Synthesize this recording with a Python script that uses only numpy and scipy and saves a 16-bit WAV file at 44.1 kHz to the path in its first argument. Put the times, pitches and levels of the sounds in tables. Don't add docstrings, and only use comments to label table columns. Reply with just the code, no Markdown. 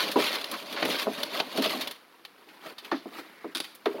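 import sys
import numpy as np
from scipy import signal
from scipy.fft import rfft, irfft, next_fast_len
from scipy.io import wavfile
from scipy.ndimage import map_coordinates

SR = 44100
rng = np.random.default_rng(int(sys.argv[2]) if len(sys.argv) > 2 else 0)


def unload_audio(sound):
    columns = np.transpose(np.atleast_2d(sound))
    steps = np.round(np.clip(columns, -1, 1) * 32767)
    wavfile.write(sys.argv[1], SR, steps.astype(np.int16))


N = 176400

# (time [s], crinkle level [dB], wall level [dB])
LITTER_LEVELS = [(0, -27.5, -38.5), (.09, -34.5, -35.5), (.15, -44.5, -42.5), (.19, -28, -30),
                 (.225, -31.5, -39.5), (.28, -28, -39), (.31, -34, -38), (.35, -29, -41), (.39, -40, -41.5),
                 (.47, -41, -45), (.545, -41, -41), (.6, -41.5, -51), (.64, -48, -46.5), (.7, -41, -48.5),
                 (.745, -42, -42.5), (.77, -44, -39), (.825, -33, -36), (.85, -40, -34), (.9, -31, -46),
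                 (.955, -29.5, -35), (.975, -38, -39), (1, -29, -47), (1.03, -32.5, -41.5),
                 (1.06, -45, -42), (1.15, -40, -49), (1.19, -39.5, -37.5), (1.215, -39, -38.5),
                 (1.3, -45, -46), (1.355, -33, -37.5), (1.39, -35, -35.5), (1.44, -46, -48.5),
                 (1.5, -42, -45), (1.555, -40.5, -38), (1.58, -32.5, -34), (1.61, -40.5, -40),
                 (1.645, -26, -37), (1.685, -36, -55), (1.705, -30.5, -40), (1.76, -39, -40),
                 (1.79, -38.5, -42), (1.85, -41.5, -44), (1.9, -49, -48), (1.96, -53.5, -64),
                 (2.1, -86.5, -98)]
# (frequency [Hz], level [dB])
LITTER_TONE = [(100, -84), (300, -3.5), (600, -6.5), (1100, 0.5), (1500, -2.5), (2300, 0.5), (3700, 1.5),
               (4500, 0), (5600, -12), (6600, -16), (8000, -22.5), (9800, -15), (13000, -16), (16000, -20)]
# (frequency [Hz], level [dB])
WALL_TONE = [(60, -29), (130, -1.5), (300, 1.5), (650, 3), (1100, 17), (2000, 3), (6000, -28)]
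# (time [s], level [dB])
LITTER_SNAPS = [(0.221, -33.5), (.2428, -37), (0.3289, -35.5), (0.356, -35.5), (0.9932, -39.5),
                (1.6962, -36.5)]
# (frequency [Hz], level [dB], fade time [s])
# A fade time, or t60, is how long a sound takes to drop by 60 dB.
BIN_NOTES = [(117.5, -25, 0.61), (176, -12, 0.36), (216, -2, 0.17), (252.8, 0.5, 0.19), (277.3, -3, 0.19),
             (313.9, 0.5, 0.14), (337.3, -10, 0.16), (398.5, -5, 0.2), (421, -3, 0.15), (460, -4.5, 0.16),
             (536, -3, 0.094), (588, 0, 0.078), (617, -1, 0.13), (663, -5, 0.094)]
# (time [s], ring level [dB], pitch the struck spot favours [Hz], its boost [dB],
# clack level [dB], top of the clack [Hz], ring length [factor])
BIN_BLOWS = [(0.1584, -17.5, 385, 9, -23, 1050, 0.85), (0.825, -31, 495, -3, -35, 2400, 0.61),
             (0.852, -31, 595, 7, -34.5, 2000, 0.45), (0.886, -31, 240, 0, -38, 1500, 0.82),
             (1.0694, -26, 390, -0.5, -29, 1000, 0.87), (1.4, -29.5, 660, 8.5, -30.5, 1100, 0.3),
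             (1.579, -23, 233, 4.5, -37, 890, 1.06), (1.656, -26.5, 600, 6, -52, 1500, 0.75),
             (1.745, -32.5, 252, 9.5, -60, 1000, 1.3), (2.917, -55, 324, 32, -26.5, 1800, .6),
             (2.922, -26, 302, 19.5, -42, 1600, 0.79), (3.057, -37.5, 306, 8.5, -47.5, 900, 0.53),
             (3.444, -34, 340, 7, -43.5, 1270, 0.87), (3.556, -40, 300, 11, -51, 1600, 0.54),
             (3.6, -41, 380, 8, -47, 1600, 0.32), (3.858, -30, 620, 33, -31, 2180, 0.64),
             (3.863, -23, 381, 21.5, -36, 1210, 0.96), (3.943, -36, 500, 12, -49.5, 1210, 0.84),
             (3.981, -36, 454, 10, -45, 1200, 1.5)]
# (frequency [Hz], level [dB])
CLACK_TONE = [(50, -36), (150, -42), (400, -1.5), (750, 3.5), (1100, 2), (1600, 0.5), (4000, -4)]
# (time [s], level [dB], centre [Hz], treble level [dB], rise time [s], fade time [s])
CLAW_STROKES = [(0.113, -35.5, 4200, -39.5, 0.002, 0.089), (0.412, -38, 3600, -51, 0.001, 0.041),
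                (.442, -36, 3750, -50, 0.0011, 0.027), (0.514, -43, 4500, -39, 0.0003, 0.055),
                (.532, -36.5, 1430, -56, 0.012, 0.082), (0.726, -40, 3540, -49.5, 0.0018, 0.032),
                (.76, -31, 1770, -66, 0.011, 0.21), (.824, -29.5, 2140, -64, .007, 0.05),
                (0.851, -32.5, 2210, -41.5, 0.00051, 0.053), (1.231, -30, 4170, -41, 0.0027, 0.027),
                (1.399, -27.5, 3240, -48.5, 0.002, 0.035), (1.573, -35, 3820, -41.5, 0.0026, 0.041),
                (1.62, -34, 4030, -40.5, 0.0018, 0.068), (1.659, -33.5, 3800, -45, 0.0009, 0.03),
                (1.809, -32.5, 4300, -40, 0.0026, 0.078), (1.873, -35.5, 4180, -44.5, 0.0014, 0.035),
                (1.91, -41.5, 3640, -44.5, 0.00067, 0.058), (2.25, -44, 3060, -56.5, 0.00067, 0.045),
                (2.487, -52.5, 2250, -71, 0.0005, 0.12), (2.781, -42.5, 3920, -54.5, 0.0023, 0.09),
                (2.846, -43.5, 2780, -54.5, 0.0015, 0.074), (2.914, -36, 1700, -60, 0.0011, 0.14),
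                (2.945, -45, 4400, -60, 0.014, 0.22), (3.643, -43.5, 2500, -52, 0.0006, 0.074),
                (3.749, -60, 3980, -51, 0.003, 0.06), (3.857, -35.5, 2800, -53.5, 0.00041, 0.074)]
# (frequency [Hz], level [dB])
CLAW_TONE = [(100, -59), (400, -4), (1000, 4.5), (2200, 3), (3700, 4), (4700, 1), (5700, -8), (6700, -14),
             (8200, -40)]
# (frequency [Hz], level [dB])
CLAW_TREBLE_TONE = [(4000, -10), (8000, -5.5), (9800, 2), (12500, 2), (16000, -0.5)]
PLASTIC_NOTES = [1710, 2560, 3500, 4300]
# (time [s], level [dB])
CLATTER_TAPS = [(3.549, -34.5), (3.5538, -35), (3.56, -37), (3.57, -36.5), (3.58, -39.5), (3.586, -52),
                (3.602, -32.5), (3.607, -54)]
# (frequency [Hz], width [Hz], level [dB])
CLATTER_NOTES = [(1350, 400, -6), (2500, 330, -5), (3330, 240, 1), (3820, 320, 0.5), (4620, 380, 0),
                 (9560, 600, -11.5), (10530, 490, -10.5), (13500, 2500, -20)]
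# (time of the peak [s], level [dB], pitch [Hz])
PAD_SQUEAKS = [(.54, -39, 1075), (1.755, -40.5, 756), (2.668, -44, 614)]
# (time [s], level [dB])
SLIDE_LEVELS = [(2.2, -60), (2.37, -59), (2.4, -55.5), (2.46, -59.5), (2.5, -51), (2.6, -55.5),
                (2.665, -41.5), (2.725, -48), (2.75, -60.5), (2.87, -47.5), (2.95, -57), (3.01, -58),
                (3.04, -50.5), (3.1, -53.5), (3.13, -47), (3.19, -40.5), (3.23, -51.5), (3.35, -55.5),
                (3.42, -54.5), (3.52, -54), (3.58, -56), (3.72, -55.5), (3.82, -58.5), (3.9, -47.5),
                (4, -49)]
# (frequency [Hz], level [dB])
SLIDE_TONE = [(80, -41), (180, 2), (320, 9), (600, 3), (1100, 4.5), (2100, 0.5), (3500, -2.5), (4700, -5.5),
              (5800, -15.5), (8000, -20), (10000, -15)]
# (time [s], level [dB])
BRUSH_LEVELS = [(3.1, -77), (3.22, -57.5), (3.36, -59), (3.5, -54.5), (3.6, -99)]
# (frequency [Hz], level [dB])
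AIR_TONE = [(60, -19), (120, -7), (250, 4.5), (600, 1), (1300, 2.5), (2200, -4), (4300, -5.5), (5800, -12),
            (8000, -22), (10000, -11.5), (14000, -17)]

CRINKLES_PER_S, CRINKLE_SPREAD_DB, CLUMP_DB = 6000, 2.5, 1
FIZZ_HZ, FIZZ_FLICKER_DB, FIZZ_LINGER, FIZZ_PIVOT_DB = 5800, -1.5, 0.085, -33
HOLLOW_T60_S, HOLLOW_DB = 0.025, -3.5
SPOT_OCTAVES, NOTE_SCATTER_DB, PHASE_SCATTER_CYCLES = 0.42, 2, 0.4
SHARP_FRACTION, PITCH_SINK_S = 0.063, 0.015
PAD_RISE_S, HARD_RISE_S = 0.0042, 0.00041
BASS_CUT_HZ = 203
CLAW_GRAINS_PER_S, CLAW_SPREAD_DB, CLAW_RING_DB, PLASTIC_DB = 8000, 1.5, 7, 3.5
CLATTER_TAIL_DB, SQUEAK_SWELL_S = -22.5, 0.014
YARD_T60_S, YARD_DB = 0.3, -14.5
AIR_DB, WHINE_HZ, WHINE_DB, TOP_HZ = -62.5, 14002, -82, 16000


def litter():
    level_db, walls_db = curves(LITTER_LEVELS)
    rustle = with_tone(crinkle(), LITTER_TONE)
    fizz = filtered(rustle, lambda f: f > FIZZ_HZ)
    fizz_db = FIZZ_FLICKER_DB * wobble(per_s=24.7) + FIZZ_LINGER * (FIZZ_PIVOT_DB - level_db)
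    rustle = rustle + fizz * (amp(fizz_db) - 1)
    notes = [(hz, 2 * np.log(1000) / (np.pi * t60), db) for hz, db, t60 in BIN_NOTES]
    walls = with_tone(filtered(crinkle(), lambda f: ringing(f, notes)), WALL_TONE)
    return amp(level_db) * rustle + amp(walls_db) * walls


def crinkle(chunk=512):
    clicks = grains(N, CRINKLES_PER_S, CRINKLE_SPREAD_DB) * amp(CLUMP_DB * wobble(per_s=70))
    track = clicks.copy()
    for i in range(0, N, chunk):
        tail = echo_tail(4 * chunk, HOLLOW_T60_S)
        add(track, i / SR, amp(HOLLOW_DB) * signal.fftconvolve(clicks[i:i + chunk], tail))
    return track


def snaps():
    track, t = np.zeros(N), np.arange(SR // 10) / SR
    for start, db in LITTER_SNAPS:
        crack = rng.standard_normal(len(t)) * fade(t, t60=0.031)
        crack = np.pad(crack, (len(t), 0))
        add(track, start - len(t) / SR, amp(db) * burst(with_tone(crack, LITTER_TONE)))
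    return track


def thumps():
    track, t = np.zeros(N), np.arange(SR // 3) / SR
    hz, db, t60 = np.transpose(BIN_NOTES)[:, :, None]
    bass_cut = signal.butter(2, BASS_CUT_HZ, "high", fs=SR, output="sos")
    cycles = hz * (t + SHARP_FRACTION * PITCH_SINK_S * rise(t, PITCH_SINK_S))
    for start, ring_db, spot_hz, spot_db, clack_db, top_hz, length in BIN_BLOWS:
        note_db = db + spot_db * bell(hz, spot_hz, SPOT_OCTAVES)
        note_db += NOTE_SCATTER_DB * rng.standard_normal(hz.shape)
        phase = 2 * np.pi * (cycles + PHASE_SCATTER_CYCLES * rng.random(hz.shape))
        notes = amp(note_db) * fade(t, t60 * length) * np.sin(phase)
        ring = signal.sosfilt(bass_cut, rise(t, PAD_RISE_S) * notes.sum(0))
        clack = with_tone(rng.standard_normal(len(t)), CLACK_TONE) * fade(t, t60=0.097)
        clack = filtered(clack, lambda f: 1 / np.sqrt(1 + (f / top_hz) ** 10))
        clack = signal.sosfilt(bass_cut, rise(t, HARD_RISE_S) * clack)
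        add(track, start, amp(ring_db) * burst(ring) + amp(clack_db) * burst(clack))
    return track


def scratches():
    track, t = np.zeros(N), np.arange(SR // 5) / SR
    plastic_db = lambda f: PLASTIC_DB * sum(bell(f, hz, octaves=0.034) for hz in PLASTIC_NOTES)
    for start, db, centre_hz, treble_db, rise_s, t60 in CLAW_STROKES:
        shape = rise(t, rise_s) * fade(t, t60)
        grit = grains(len(t), CLAW_GRAINS_PER_S, CLAW_SPREAD_DB)
        boost = lambda f: amp(CLAW_RING_DB * bell(f, centre_hz, octaves=0.63) + plastic_db(f))
        body = filtered(with_tone(grit, CLAW_TONE), boost)
        treble = with_tone(grit, CLAW_TREBLE_TONE)
        add(track, start, amp(db) * burst(shape * body) + amp(treble_db) * burst(shape * treble))
    return track


def clatter():
    track, t = np.zeros(N), np.arange(SR // 5) / SR
    tail = amp(CLATTER_TAIL_DB) * fade(t, t60=0.45)
    shape = rise(t, HARD_RISE_S) * (fade(t, t60=0.025) + tail)
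    plastic = lambda f: ringing(f, CLATTER_NOTES) * f / np.hypot(f, BASS_CUT_HZ)
    for start, db in CLATTER_TAPS:
        tap = filtered(rng.standard_normal(len(t)), plastic)
        add(track, start, amp(db) * burst(shape * tap))
    return track


def squeaks():
    track, t = np.zeros(N), np.arange(SR // 5) / SR
    swell = np.exp(-((t - t.mean()) / SQUEAK_SWELL_S) ** 2)
    for peak_time, db, hz in PAD_SQUEAKS:
        ring = noise_band(len(t), hz, octaves=0.082)
        add(track, peak_time - t.mean(), amp(db) * burst(swell * ring))
    return track


def slide():
    level_db, = curves(SLIDE_LEVELS)
    brush_db, = curves(BRUSH_LEVELS)
    brush = unit(noise_band(N, centre_hz=1960, octaves=0.4))
    return amp(level_db) * with_tone(crinkle(), SLIDE_TONE) + amp(brush_db) * brush


def yard_echo(x):
    return amp(YARD_DB) * signal.fftconvolve(x, echo_tail(SR // 2, YARD_T60_S))[:len(x)]


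def night_air():
    hiss = with_tone(rng.standard_normal(N), AIR_TONE)
    whine = unit(np.sin(2 * np.pi * WHINE_HZ * np.arange(N) / SR))
    return amp(AIR_DB) * hiss + amp(WHINE_DB) * whine


def amp(db):
    return 10 ** (np.asarray(db) / 20)


def unit(x):
    return x / np.sqrt(np.mean(x ** 2) + 1e-20)


def burst(x):
    return x / np.sqrt(np.sum(x ** 2) / (SR * .02) + 1e-20)


def rise(t, seconds):
    return 1 - np.exp(-t / seconds)


def fade(t, t60):
    return amp(-60 * t / t60)


def add(track, start, x):
    part = track[max(0, round(start * SR)):][:len(x)]
    part += x[:len(part)]


def curves(rows):
    times, *columns = np.transpose(rows)
    return [np.interp(np.arange(N) / SR, times, column) for column in columns]


def wobble(per_s):
    points = rng.standard_normal(int(N * per_s / SR) + 4)
    return map_coordinates(points, [np.arange(N) * per_s / SR])


def grains(size, per_s, spread_db):
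    strength = amp(spread_db * np.minimum(rng.exponential(size=size), 5))
    return (rng.random(size) < per_s / SR) * strength * rng.choice([-1, 1], size)


def echo_tail(size, t60):
    tail = rng.standard_normal(size) * fade(np.arange(size) / SR, t60)
    return tail / np.linalg.norm(tail)


def bell(hz, centre_hz, octaves):
    return np.exp(-(np.log2((hz + 1) / centre_hz) / octaves) ** 2)


def ringing(f, notes):
    return np.sqrt(sum(amp(2 * db) / (1 + (2 * (f - hz) / width) ** 2) for hz, width, db in notes))


def noise_band(size, centre_hz, octaves):
    return filtered(rng.standard_normal(size), lambda f: bell(f, centre_hz, octaves))


def filtered(x, gain):
    size = next_fast_len(len(x) + 8192)
    return irfft(rfft(x, size) * gain(np.fft.rfftfreq(size, 1 / SR)), size)[:len(x)]


def with_tone(x, tone):
    hz, db = np.transpose(tone)
    return unit(filtered(x, lambda f: amp(np.interp(np.log(f + 1), np.log(hz), db))))


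def scene():
    near = litter() + snaps() + slide() + thumps() + scratches() + squeaks() + clatter()
    return (near + yard_echo(near) + night_air())[None]


def record(dry):
    return filtered(dry[0], lambda f: f < TOP_HZ)[None]


dry = scene()
out = record(dry)
unload_audio(out)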